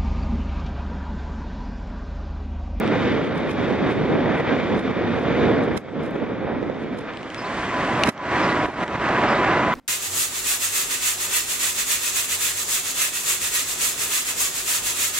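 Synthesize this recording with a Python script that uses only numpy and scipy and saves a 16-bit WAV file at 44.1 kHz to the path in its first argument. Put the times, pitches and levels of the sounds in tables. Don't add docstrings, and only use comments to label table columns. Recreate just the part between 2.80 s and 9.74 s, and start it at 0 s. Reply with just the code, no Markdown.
import sys
import numpy as np
from scipy import signal
from scipy.fft import rfft, irfft, next_fast_len
from scipy.io import wavfile
from scipy.ndimage import uniform_filter1d, map_coordinates

SR = 44100
rng = np.random.default_rng(int(sys.argv[2]) if len(sys.argv) > 2 else 0)


def generate_wav(sig):
    pcm = np.round(np.clip(np.atleast_2d(sig).T, -1, 1) * 32767).astype(np.int16)
    wavfile.write(sys.argv[1], SR, pcm)


def how_loud(loudness_db):
    steps = np.asarray(loudness_db, float) / 20
    return 10 ** steps


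N = 306054


def unit(x):
    return x / np.sqrt(np.mean(x ** 2) + 1e-20)


def along(points, hz):
    f, v = np.transpose(points)
    return np.interp(np.log(hz + 1), np.log(f + 1), v)


def columns(rows, t):
    s, *cols = np.transpose(rows)
    return [np.interp(t, s, c) for c in cols]


def wobble(rate, t):
    return map_coordinates(rng.standard_normal(200 * 7), [t * min(rate, 199)])


def filtered(x, response):
    m = next_fast_len(N + SR // 4)
    return irfft(rfft(x, m) * response(np.fft.rfftfreq(m, 1 / SR)), m)[..., :N]


def sides(lean_db):
    return how_loud(np.array([lean_db / 2, -lean_db / 2]))


# (frequency [Hz], level [dB per Hz])
HISS = [(2000, -7.5), (5000, -1), (8000, -9), (9500, -18), (12000, -19)]


def hiss(level_db=-64):
    noise = filtered(rng.standard_normal((2, N)), lambda hz: how_loud(along(HISS, hz)))
    return how_loud(level_db) * unit(noise)


# (time [s], level [dB], treble tilt [dB per octave]); the air between takes the top
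ROAR = [(0, -21, -0.5), (.3, -20.5, 0.5), (.5, -22.5, -1.5), (.75, -22.5, 0), (1.2, -24, 0),
        (1.45, -21.5, -1), (1.8, -23, .5), (2.2, -21, -1.5), (2.65, -20, 0), (2.95, -23, -2.5),
        (3.25, -28, -1.5), (3.75, -27.5, -2.5), (4.15, -30.5, -0.5), (4.5, -36, 2), (4.75, -28.5, 2),
        (5.25, -20, 0), (5.7, -21.5, 0), (6.94, -20.5, -.5)]
# (time [s], gain [dB], centre [Hz], half length [s])
SWELLS = [(0.145, 2.5, 1295, 0.02), (0.822, 4.5, 291.4, 0.02), (0.842, 2.5, 2590, 0.022),
          (0.923, 5.5, 301, 0.027), (1.051, 5.5, 354, 0.046), (1.082, 2.5, 2510, 0.071),
          (1.342, 6.5, 303.4, 0.051), (1.551, 3, 919, 0.054), (1.669, 6.5, 1367, 0.076),
          (1.932, 7, 356, 0.031), (2.318, -0.5, 353, 0.068), (2.695, 5, 346, 0.076),
          (2.809, 3.5, 491, 0.03), (2.886, 6.5, 400, 0.0087), (3.195, 5, 150, .08),
          (3.354, 10, 509, 0.0081), (3.427, 6, 518, .02), (3.513, 5.5, 405, 0.017),
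          (3.696, 6.5, 799, 0.063), (3.88, 3.5, 394, 0.052), (4.137, 3.5, 295, 0.037),
          (4.294, 7, 1803, 0.022), (4.451, 4, 507, 0.023), (5.286, 16.5, 357, 0.0028),
          (5.629, 3, 2895, 0.11), (6.443, 5, 298, 0.016), (6.708, 3, 1513, 0.082), (6.462, 3, 1532, 0.23),
          (1.198, 6.5, 200, 0.086), (1.111, 3, 1800, 0.01), (1.33, 2, 1545, .02), (1.734, 5, 410, .02),
          (1.474, 4, 298, 0.045), (6.329, 0, 776, 0.087), (5.422, 0, 3040, 0.079), (2.997, 2.5, 987, 0.007),
          (4.668, 5, 200, 0.061)]
TILT_FROM_HZ, SWELL_OCTAVES = 810, 1.96


def air_db(hz, t):
    level_db, tilt = columns(ROAR, t)
    octaves = lambda ref: np.log2(np.maximum(hz, 20)[:, None] / ref)
    s, db, centre, half = np.transpose(SWELLS)
    in_band = db * np.exp(-(octaves(centre) / SWELL_OCTAVES) ** 2)
    in_time = np.exp(-((t[:, None] - s) / half) ** 2)
    return level_db + octaves(TILT_FROM_HZ).clip(0) * tilt + in_band @ in_time.T


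# (frequency [Hz], level [dB per Hz])
FAR_SPECTRUM = [(22, -26), (110, -5.5), (280, 1.5), (380, -5.5), (480, -1), (640, -12), (1080, -17.5),
                (2400, -19), (2700, -29), (3650, -24), (3950, -34), (5000, -42), (7000, -51.5),
                (11500, -75)]
BRIGHT_SPECTRUM = [(22, -36), (45, -5), (130, -1.5), (350, 2.5), (450, -4), (640, 0.5), (900, -3.5),
                   (1100, -3), (1960, -6.5), (2400, -11.5), (3640, -21), (5000, -28.5), (7500, -34.5),
                   (11500, -49)]
# (time [s], share of the brighter roar [0-1])
TURN = [
    (4.2, 0.25),
    (4.6, 1),
]
# (frequency [Hz], left-right likeness [0-1])
FAR_ALIKE = [(60, 0.69), (190, 0.45), (580, 0.67), (1800, 1), (3500, 0.9), (6000, 0.53), (9000, 0.83)]
BRIGHT_ALIKE = [(60, 0.89), (190, 0.97), (580, 0.99), (1800, 0.98), (3500, 0.81), (6000, 0.71),
                (9000, 0.17)]
# (frequency [Hz], left minus right [dB])
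FAR_LEAN = [(60, -2), (93, -8), (150, 3), (230, -2.5), (350, -3), (550, -3), (850, -1.5), (1320, 1.5),
            (2050, -1), (3190, 0.5)]
BRIGHT_LEAN = [(60, -4), (93, -2), (150, -1.5), (230, -2.5), (350, -2), (550, -1), (850, -1.5), (1320, -1),
               (2050, -0.5), (3190, -0.5)]


def roar(patchy_db=0.5, swell_db=0.22, crackle_db=0.7):
    shocks = how_loud(crackle_db * wobble(150, np.arange(N) / SR))
    noise = unit(shocks * rng.standard_normal((2, N)))
    hz, t, z = signal.stft(noise, SR, nperseg=1024, noverlap=768)
    share = columns(TURN, t)[0].clip(0, 1)
    blend = lambda far, bright: np.outer(along(far, hz), 1 - share) + np.outer(along(bright, hz), share)
    colour = blend(FAR_SPECTRUM, BRIGHT_SPECTRUM)
    colour = colour - 10 * np.log10(np.mean(how_loud(2 * colour), 0))

    patches = uniform_filter1d(rng.standard_normal(colour.shape), size=12, axis=0)
    patches = uniform_filter1d(patches, size=12, axis=1)
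    gain = how_loud(colour + air_db(hz, t) + patchy_db * unit(patches) + swell_db * wobble(13, t))

    turn = np.arccos(blend(FAR_ALIKE, BRIGHT_ALIKE).clip(0, 1)) / 2
    mid_z, side_z = np.cos(turn) * z[0], np.sin(turn) * z[1]
    pair = gain * sides(blend(FAR_LEAN, BRIGHT_LEAN)) * [mid_z + side_z, mid_z - side_z]
    return signal.istft(pair, SR, nperseg=1024, noverlap=768)[1][:, :N]


# (time [s], peak [dB], left minus right [dB], ring t60 [s])
TICKS = [(0.0637, -35, 0, .006), (0.077, -27.5, -5, 0.0059), (3.945, -45, -0.5, 0.0058),
         (4.336, -36, -1.5, 0.0032), (4.372, -33.5, 6, 0.0074), (4.43, -33.5, 2, 0.0072),
         (4.5022, -33, -1, 0.0052), (4.5453, -23.5, -2, 0.0066), (5.2357, -11, 2, 0.015),
         (5.378, -36, 5.5, 0.0072), (6.079, -30.5, 3, .006)]
# (frequency [Hz], width [Hz], level [dB])
BODY = [
    (2200, 800, 2),
    (3050, 500, 7),
    (4200, 1000, -4),
    (5800, 1000, -9),
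    (7800, 1200, -14),
]


def ticks():
    x, t = np.zeros((2, N + SR)), np.arange(SR // 20) / SR
    for s, db, lean, t60 in TICKS:
        crack = rng.standard_normal(len(t)) + .7 * rng.standard_normal((2, len(t)))
        crack[:, 0] = 5
        x[:, round(s * SR):][:, :len(t)] += how_loud(db + 8 - 60 * t / t60) * sides(lean)[:, None] * crack

    def shell(f):
        return sum((-1) ** k * how_loud(db) * 1j * f * w / (c * c - f * f + 1j * f * w)
                   for k, (c, w, db) in enumerate(BODY))

    return filtered(x[:, :N], shell)


# (time [s], peak [dB], left minus right [dB])
LIGHT_GUSTS = [(0.4516, -51, -34), (0.5694, -47.5, -19), (0.7074, -43, -3), (0.9185, -54, -34),
               (1.1135, -47, -14), (1.5927, -48.5, -40), (1.9843, -47, -35), (2.1025, -56.5, -31),
               (2.4001, -48, -16), (2.8368, -53.5, -24), (3.241, -50.5, -15), (3.3607, -58, -15),
               (4.0194, -60, -19), (4.1837, -48.5, -9.5), (5.8611, -47, -21), (5.9004, -37.5, -14),
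               (6.0303, -46.5, -33)]
# (time [s], peak [dB], left minus right [dB])
SHOVES = [
    (2.976, -47.5, -19.5),
    (5.262, -49, -13.5),
    (5.275, -54, -27.5),
    (5.2913, -42, -13.5),
    (5.298, -42.5, -16),
]
SHOVE_RISE_S, SHOVE_FALL_S, SHOVE_TAIL_S, SHOVE_TAIL_DB = .004, .003, .01, -8
# (start [s], end [s])
HURRIED = [
    (2.9765, 2.986),
    (5.2725, 5.277),
    (5.2875, 5.296),
]
USUAL_GAP, HURRIED_GAP = 43, 34


def gain_steps(sag_hz=500):
    t = np.arange(N) / SR
    pressure = np.zeros((2, N))
    flap = .5 + np.array([wobble(199, t), wobble(199, t)])
    for s, db, lean in SHOVES:
        after = (t - s).clip(0)
        tail = how_loud(SHOVE_TAIL_DB) * np.exp(-after / SHOVE_TAIL_S)
        fall = np.maximum(np.exp(-after / SHOVE_FALL_S), tail)
        rise = np.exp(-(s - t).clip(0) / SHOVE_RISE_S)
        pressure += np.outer(how_loud(db + 28.5) * sides(lean), rise * fall)
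    for s, db, lean in LIGHT_GUSTS:
        swell = np.exp(-((t - s - .006) / 0.028) ** 2)
        pressure += np.outer(how_loud(db + 11) * sides(np.clip(lean, -12, 12)), swell) * flap

    hurried = sum((t > start) & (t < end) for start, end in HURRIED)
    clock = np.cumsum(1 / np.where(hurried, HURRIED_GAP, USUAL_GAP))
    steps = np.diff(np.floor(clock), prepend=0) * how_loud(2.2 * rng.standard_normal((2, N)))
    sag = lambda hz: 1j * hz * SR / (2 * np.pi) / (sag_hz + 1j * hz) ** 2
    return filtered(pressure * steps * [[1], [-1]], sag)


# (time of the deepest point [s], depth [dB])
DUCKS = [(.50, -4), (0.621, 1), (0.723, 4), (.95, 0.5), (1.124, 3.5), (1.615, 6), (1.999, 4), (2.119, 3.5),
         (2.395, 4), (2.86, -2.5), (2.993, 14), (3.095, 8), (3.371, -1), (3.929, 1.5), (4.222, 1),
         (5.313, 20.5), (5.869, 10.5), (5.905, 12.5), (6.049, 11.5), (6.164, 6.5)]
DUCK_DB_PER_S, RECOVER_DB_PER_S, DUCK_HOLD_S = 903.5, 105.5, 0.018


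def ducking():
    t = np.arange(0, N / SR, .001)
    cuts = []
    for s, db in DUCKS:
        attack = DUCK_DB_PER_S * (s - t).clip(0)
        release = RECOVER_DB_PER_S * (t - s - DUCK_HOLD_S).clip(0)
        cuts.append(db - attack - release)
    return how_loud(-np.interp(np.arange(N) / SR, t, np.max(cuts, 0).clip(0)))


# (time [s], peak [dB], left minus right [dB], pitch [Hz])
POPS = [
    (3.136, -19, 5, 444),
    (3.344, -18, 12, 444),
    (3.829, -16.5, -23.5, 457),
    (3.899, -15.5, -20.5, 467),
    (5.886, -19.5, -16, 423),
]


def pops():
    x, t = np.zeros((2, N)), np.arange(SR // 50) / SR
    for s, db, lean, hz in POPS:
        u = 2 * np.pi * hz * t
        x[:, round(s * SR):][:, :len(t)] += np.outer(how_loud(db) * sides(lean), np.sin(u) * np.exp(-u / 5))
    return x


# (time [s], pitch [Hz], level above the roar [dB])
WHINE = [
    (4.5, 1003, -22),
    (4.62, 1007, -6),
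    (5.2, 1006, -7.5),
    (5.8, 979, -7),
    (6.2, 984, -10),
    (6.94, 995, -7),
]
# (multiple of the pitch, level [dB])
ORDERS_OF_FAN = [
    (1, 4.5),
    (1.121, -2.5),
    (1.5, -12),
    (2, -9),
]


def whine(flutter_db=4, smear=1.5, below_db=-3.5):
    t = np.arange(N) / SR
    pitch, db = columns(WHINE, t)
    phase = 2 * np.pi * np.cumsum(pitch) / SR
    tones = 0
    for k, level in ORDERS_OF_FAN:
        strength = how_loud(level + flutter_db * wobble(25, t))
        tones = tones + strength * np.sin(k * phase + smear * wobble(30, t))
    return how_loud(columns(ROAR, t)[0] + below_db + db) * (t > WHINE[0][0]) * tones


# (time [s], length [s], top pitch [Hz], level [dB])
DROPPING = [
    (4.576, .031, 5350, -41),
    (5.625, .031, 5400, -35.5),
    (6.479, .027, 5350, -39),
    (6.504, .03, 5450, -43),
]
RISING = [
    (4.637, .033, 4550, -40.5),
    (4.768, .025, 3950, -44),
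    (4.829, .024, 3600, -41),
    (5.68, .04, 4600, -35),
    (6.54, .034, 4500, -39),
]
DROP_BEND = [
    (0, .87),
    (.33, 1),
    (.5, .96),
    (1, .78),
]
RISE_BEND = [
    (0, .73),
    (.5, .91),
    (.62, 1),
    (1, .74),
]


def bird(echo_db=-11):
    x = np.zeros(N)
    for notes, bend in (DROPPING, DROP_BEND), (RISING, RISE_BEND):
        for s, length, top_hz, db in notes:
            u = np.arange(round(length * SR)) / (length * SR)
            phase = 2 * np.pi * np.cumsum(top_hz * columns(bend, u)[0]) / SR
            x[round(s * SR):][:len(u)] += how_loud(db) * np.sin(np.pi * u) ** .4 * np.sin(phase)
    delays_s = .005, .013, .022, .031, .04, .052, .067, .085
    echoes = lambda hz: 1 + sum(how_loud(echo_db - 70 * d) * np.exp(-2j * np.pi * hz * d) for d in delays_s)
    return filtered(x * how_loud(3 * wobble(199, np.arange(N) / SR)), echoes)


def port_delay(x, lag_s=2 / 44100):
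    return filtered(x, lambda hz: np.exp(-1j * np.pi * hz * lag_s * np.array([[1], [-1]])))


def scene():
    gain = ducking()
    far = gain * (roar() + whine()) + bird()
    return port_delay(far) + ticks() + gain * gain_steps() + pops() + gain ** 0.1 * hiss()


def band_limits(x, top_hz=12200):
    return filtered(x, lambda hz: hz ** 2 / (hz ** 2 + 30 ** 2) / (1 + (hz / top_hz) ** 60))


BLOCK, BLOCK_SHIFT = 4096, 1548
STEP_DB, STEP_DB_PER_KHZ, STEP_SCATTER_DB = -80.5, 1.2, 4.5
STEP_FOLLOWS = .55


def spectral_steps(x):
    blocks = dict(window="cosine", nperseg=BLOCK, noverlap=BLOCK // 2)
    hz, _, z = signal.stft(np.pad(x, ((0, 0), (BLOCK_SHIFT, 0))), SR, **blocks)
    power = np.sum(abs(z[:, (hz > 900) & (hz < 3000)]) ** 2, axis=(0, 1)) + 1e-9
    bands = rng.standard_normal((2, 43, z.shape[2]))
    bands = np.repeat(bands, 48, axis=1)[:, :len(hz)]
    rise_db = STEP_DB_PER_KHZ * (hz[:, None] / 1000 - 8).clip(0)
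    step = how_loud(STEP_DB + rise_db + STEP_SCATTER_DB * bands) * (power / power.mean()) ** (STEP_FOLLOWS / 2)
    return signal.istft(step * np.round(z / step), SR, **blocks)[1][:, BLOCK_SHIFT:][:, :N]


# (time [s], peak [dB])
SLIPS = [(3.3089, -48), (3.6416, -82.5), (3.676, -79), (3.7085, -71.5), (3.7751, -73.5), (3.8415, -77.5),
         (3.9089, -78), (4.0083, -72), (4.0745, -63.5), (4.1415, -74), (4.2094, -75), (4.2749, -78),
         (4.3083, -69), (4.3416, -72.5), (4.6084, -80), (4.775, -74), (4.8748, -76), (5.0746, -79)]


def slips(x):
    for s, db in SLIPS + [(0, -24.5), (6.9395, -43)]:
        x[:, round(s * SR)] += how_loud(db + 12.5)
    return x


def top_cut(x):
    return signal.sosfilt(signal.butter(12, 15600, fs=SR, output="sos"), x)


def record(dry):
    mix = slips(spectral_steps(band_limits(dry)))
    return top_cut(mix)


dry = scene()
out = record(dry)
generate_wav(out)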